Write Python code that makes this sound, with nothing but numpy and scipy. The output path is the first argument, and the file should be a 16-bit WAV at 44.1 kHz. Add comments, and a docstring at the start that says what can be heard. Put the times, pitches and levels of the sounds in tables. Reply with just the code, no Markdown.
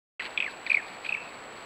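"""Deer fight in snow

Two small deer fight on a meadow in front of a trail camera. One squeaks in three quick twitters:
runs of short whistled pips, each falling in pitch, that echo from the trees. Hooves scuff the snow
and snap frozen grass. The camera starts after a moment of silence and adds hiss and a thin whine."""
import sys
import numpy as np
from scipy import signal
from scipy.fft import rfft, irfft, next_fast_len
from scipy.io import wavfile
from scipy.ndimage import map_coordinates

SR = 44100
rng = np.random.default_rng(int(sys.argv[2]) if len(sys.argv) > 2 else 0)


def dump(signal):
    """Clip the signal to [-1, 1] and save it as 16-bit WAV at the path in sys.argv[1]."""
    limited = np.clip(np.atleast_2d(signal).T, -1, 1)
    pcm = np.round(limited * 32767).astype(np.int16)
    wavfile.write(sys.argv[1], SR, pcm)


N = 72765

# microphone hiss: freq_hz, gain_db
HISS_SPECTRUM = [(25, -19.5), (75, -15.5), (200, -8.5), (320, -6), (680, -3), (1000, -4), (1500, -6.5),
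                 (2200, -8), (3000, -13.5), (3700, -20.5), (4400, -20.5), (5200, -36), (7000, -47),
                 (10000, -56)]
# top of the hiss: freq_hz, gain_db
FIZZ_SPECTRUM = [(3000, -16.5), (6500, 6), (9000, 2.5), (11000, -3), (15500, 2)]
# buzz of the whine: freq_hz, gain_db
WHINE_SPECTRUM = [(3000, 18), (5300, 17), (6500, 5), (7500, 3), (8100, 0), (10000, -19), (15000, 2)]
# hoof scuffs: start_s, length_s, level_db
HOOF_SCUFFS = [(0.19, 0.091, -37), (0.477, .035, -56), (0.653, 0.03, -45.5), (0.691, .048, -46),
               (1.038, 0.04, -42), (1.084, 0.034, -43)]
# scuffed snow: freq_hz, gain_db
SCUFF_SPECTRUM = [(200, -10), (700, -17), (1500, -0.5), (2400, 5.5), (3300, -3.5), (4400, -4), (5400, -30),
                  (7000, -32), (10500, -35), (13000, -46), (15500, -60)]
# snaps of frozen grass: start_s, level_db
GRASS_SNAPS = [(.2217, -33.5), (0.2609, -31.5), (0.6648, -28.5), (0.698, -40), (0.7296, -23), (1.047, -28),
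               (1.332, -36)]
# snapping stalk: freq_hz, gain_db
SNAP_SPECTRUM = [(300, -28), (1500, -5.5), (2400, 2.5), (3300, -15), (4400, -5), (5500, -37), (9000, -32.5),
                 (15000, -63)]
# fine rustle of snow: time_s, level_db
RUSTLE_LEVELS = [(.2, -63), (.25, -55), (.31, -59), (.46, -59.5), (.50, -53.5), (.58, -64.5), (.66, -55.5),
                 (.73, -51), (.79, -63), (.88, -55.5), (.93, -54.5), (.98, -57.5), (1.02, -57.5),
                 (1.05, -49.5), (1.18, -63), (1.23, -57.5), (1.54, -66), (1.62, -56)]
# rustling snow crystals: freq_hz, gain_db
RUSTLE_SPECTRUM = [(2000, -19), (3300, 1.5), (4500, 9), (5500, -17), (7500, -18.5), (10000, -16.5),
                   (11500, -20), (13000, -27), (15500, -35)]
# ticks of the voice: start_s, level_db
VOICE_TICKS = [(0.3754, -20.5), (0.3845, -29), (0.402, -25), (0.4095, -29), (0.4232, -32), (0.4433, -35),
               (1.0538, -36.5), (1.058, -37)]
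# squeals that open a call: start_s, length_s, pitch_hz, fall_hz, level_db
VOICE_SQUEALS = [(0.1947, 0.0172, 2950, 856, -32.5), (0.6645, 0.0174, 2610, 874, -29)]
# whistled pips: start_s, length_s, peak_fraction, pitch_hz, fall_hz, level_db
VOICE_PIPS = [(0.187, .024, 1, 2405, 612, -30), (.3756, .008, 0.05, 2556, 420, -17.5),
              (.4026, 0.0046, 0.11, 2637, 200, -16), (0.4071, 0.0026, 0.2, 2340, 152, -24.5),
              (.4244, 0.0036, 0.37, 2570, 161, -18), (.428, 0.0052, 0.6, 2414, 330, -25),
              (.4426, 0.0122, 0, 2480, 304, -26), (.4626, 0.0057, 0.5, 2172, 170, -24),
              (0.4738, .018, 0.3, 1882, 440, -33), (.6976, 0.0083, 0.02, 2577, 50, -26),
              (0.7007, 0.0056, 0.8, 2553, 220, -14), (.7155, .0064, 0.52, 2516, 234, -11.5),
              (0.7432, .008, 0.59, 2510, 315, -11), (0.7689, .0072, 0.62, 2257, 173, -15.5),
              (0.7774, 0.033, 0.44, 2010, 409, -34.5), (1.048, 0.0074, .55, 2690, 430, -28.5),
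              (1.062, 0.0067, 0.6, 2490, 149, -28), (1.0905, 0.0081, 0.36, 2654, 263, -20),
              (1.1224, 0.0077, 0.72, 2702, 297, -18), (1.142, .008, 0.02, 2686, 59.6, -27),
              (1.1473, 0.0051, .45, 2420, 180, -19), (1.169, 0.0049, 0, 1950, 404, -34.5)]

TIME_S = np.arange(N) / SR


def amp(db):
    """Decibels to gain."""
    return 10 ** (np.asarray(db) / 20)


def unit(x):
    """Scale to rms 1."""
    return x / np.sqrt(np.mean(x ** 2) + 1e-20)


def add(track, start_s, x):
    """Mix x into the track."""
    part = track[max(round(start_s * SR), 0):][:len(x)]
    part += x[:len(part)]


def wobble(rate_hz):
    """Smooth random curve, rate_hz knots a second."""
    return map_coordinates(rng.standard_normal(N // 8), [TIME_S * rate_hz], mode="wrap")


def filtered(x, response):
    """Apply a gain given as a function of frequency."""
    size = next_fast_len(len(x) + 8192)
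    return irfft(rfft(x, size) * response(np.fft.rfftfreq(size, 1 / SR)), size)[:len(x)]


def coloured(x, spectrum):
    """Shape x by (freq_hz, gain_db) points on a log axis."""
    freq_hz, gain_db = np.transpose(spectrum)
    return filtered(x, lambda hz: amp(np.interp(np.log(hz + 1), np.log(freq_hz + 1), gain_db)))


def noise(spectrum):
    """Coloured noise, rms 1."""
    return unit(coloured(rng.standard_normal(N), spectrum))


def swell(length_s, peak_fraction):
    """Progress 0-1 through a sound, and its rounded envelope."""
    progress = np.arange(int(length_s * SR)) / (length_s * SR)
    skewed = np.interp(progress, [0, np.clip(peak_fraction, .02, .98), 1], [0, .5, 1])
    return progress, np.abs(np.sin(np.pi * skewed))


def hiss(level_db=-44, waver_db=.5, fizz_db=-71.5):
    """Steady microphone noise with a faint fizz on top."""
    body = amp(level_db + waver_db * wobble(6.7)) * noise(HISS_SPECTRUM)
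    return body + amp(fizz_db) * noise(FIZZ_SPECTRUM)


def whine(pitch_hz=7800, step_hz=59.4, step_rad=3.55, octave_db=-93):
    """Camera interference: a thin tone that buzzes from regular phase jumps."""
    steps = np.floor((TIME_S - 1.3053) * step_hz)
    phase = 2 * np.pi * pitch_hz * TIME_S - step_rad * steps
    buzz = coloured(amp(-57) * np.sin(phase), WHINE_SPECTRUM)
    return buzz + amp(octave_db) * np.sin(2 * phase)


def echo(x, centre_db, t60_s, centre_hz, width_hz, delay_s=.0063):
    """Diffuse scatter of x in one band."""
    tail = rng.standard_normal(N) * amp(-60 * TIME_S / t60_s) * (TIME_S > delay_s)
    band = lambda hz: 1 / np.sqrt(1 + ((hz - centre_hz) / (width_hz / 2)) ** 2)
    impulse_response = filtered(tail / np.linalg.norm(tail), band)
    return amp(centre_db) * signal.fftconvolve(x, impulse_response)[:N]


def hooves(snap_rise_s=.00022, snap_decay_s=.0015, swing_db=3, crunch_db=3.5):
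    """Crunchy scuffs and fine rustle of snow; single snaps of frozen grass."""
    scuff_env, snap_env = np.zeros(N), np.zeros(N)
    for start_s, length_s, level_db in HOOF_SCUFFS:
        _, env = swell(length_s, peak_fraction=.55)
        add(scuff_env, start_s, amp(level_db) * env ** .5)
    snap = np.exp(-TIME_S / snap_decay_s) * (1 - np.exp(-TIME_S / snap_rise_s))
    for start_s, level_db in GRASS_SNAPS:
        add(snap_env, start_s, amp(level_db) * snap)
    rustle_env = amp(np.interp(TIME_S, *np.transpose(RUSTLE_LEVELS)) + swing_db * wobble(59.76))
    crunch = unit(amp(crunch_db * wobble(500)))
    snow = scuff_env * noise(SCUFF_SPECTRUM) + rustle_env * noise(RUSTLE_SPECTRUM)
    return crunch * snow + snap_env * noise(SNAP_SPECTRUM)


def ticks(length_s=.0026, pitch_hz=3655, fall_hz=712):
    """Very short, steep whistles that give the twitter its edge."""
    out = np.zeros(N)
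    progress, env = swell(length_s, peak_fraction=.6)
    phase = 2 * np.pi * np.cumsum(pitch_hz - fall_hz * progress) / SR
    for start_s, level_db in VOICE_TICKS:
        add(out, start_s, amp(level_db) * env * np.sin(phase))
    return out


def squeals(roughness=.14, overtone_db=-6.5, cutoff_hz=4410):
    """Abrupt, reedy glides; the overtone comes through as the pitch drops."""
    out = np.zeros(N)
    grain = 1 + roughness * wobble(1800)
    for start_s, length_s, pitch_hz, fall_hz, level_db in VOICE_SQUEALS:
        progress, env = swell(length_s, peak_fraction=.1)
        glide_hz = pitch_hz - fall_hz * np.sin(np.pi / 2 * progress)
        phase = 2 * np.pi * np.cumsum(glide_hz) / SR
        overtone_gain = amp(overtone_db) / (1 + (2 * glide_hz / cutoff_hz) ** 20)
        tone = np.sin(phase) + overtone_gain * np.sin(2 * phase)
        add(out, start_s, amp(level_db) * env * tone)
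    return out * grain


def twitter(fall_curve=1.277, roundness=.77, overtone_db=-41.5, rasp_below_db=-21, rasp_per_db=.012):
    """Whistled pips that fall in pitch; the weak ones are rough."""
    out = np.zeros(N)
    flutter = wobble(1500) + 1j * wobble(1500)  # amplitude and phase
    for start_s, length_s, peak_fraction, pitch_hz, fall_hz, level_db in VOICE_PIPS:
        progress, env = swell(length_s, peak_fraction)
        phase = 2 * np.pi * np.cumsum(pitch_hz - fall_hz * progress ** fall_curve) / SR
        tone = np.exp(1j * phase) + amp(overtone_db) * np.exp(2j * phase)
        roughness = .023 + rasp_per_db * max(rasp_below_db - level_db, 0)
        grain = 1 + roughness * flutter[round(start_s * SR):][:len(env)]
        add(out, start_s, amp(level_db) * env ** roundness * (tone * grain).imag)
    return out


def scene(turn_s=.95, turn_db=5):
    """Deer, echoes from ground and trees, camera noise."""
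    deer = twitter() + squeals() + ticks() + hooves()
    toward_trees = amp(turn_db * (TIME_S > turn_s))  # last call echoes more, as if turned to the trees
    ground = echo(deer, centre_db=-11.5, t60_s=.075, centre_hz=2600, width_hz=870)
    trees = echo(deer * toward_trees, centre_db=-11, t60_s=.63, centre_hz=2660, width_hz=480)
    return (deer + ground + trees + hiss() + whine())[None]


def record(dry, start_s=.195, fade_s=.0015, top_hz=15800):
    """Camera: late start, hard band limit."""
    running = np.clip((TIME_S - start_s) / fade_s, 0, 1)
    return filtered(dry[0] * running, lambda hz: hz < top_hz)[None]


dry = scene()
out = record(dry)
dump(out)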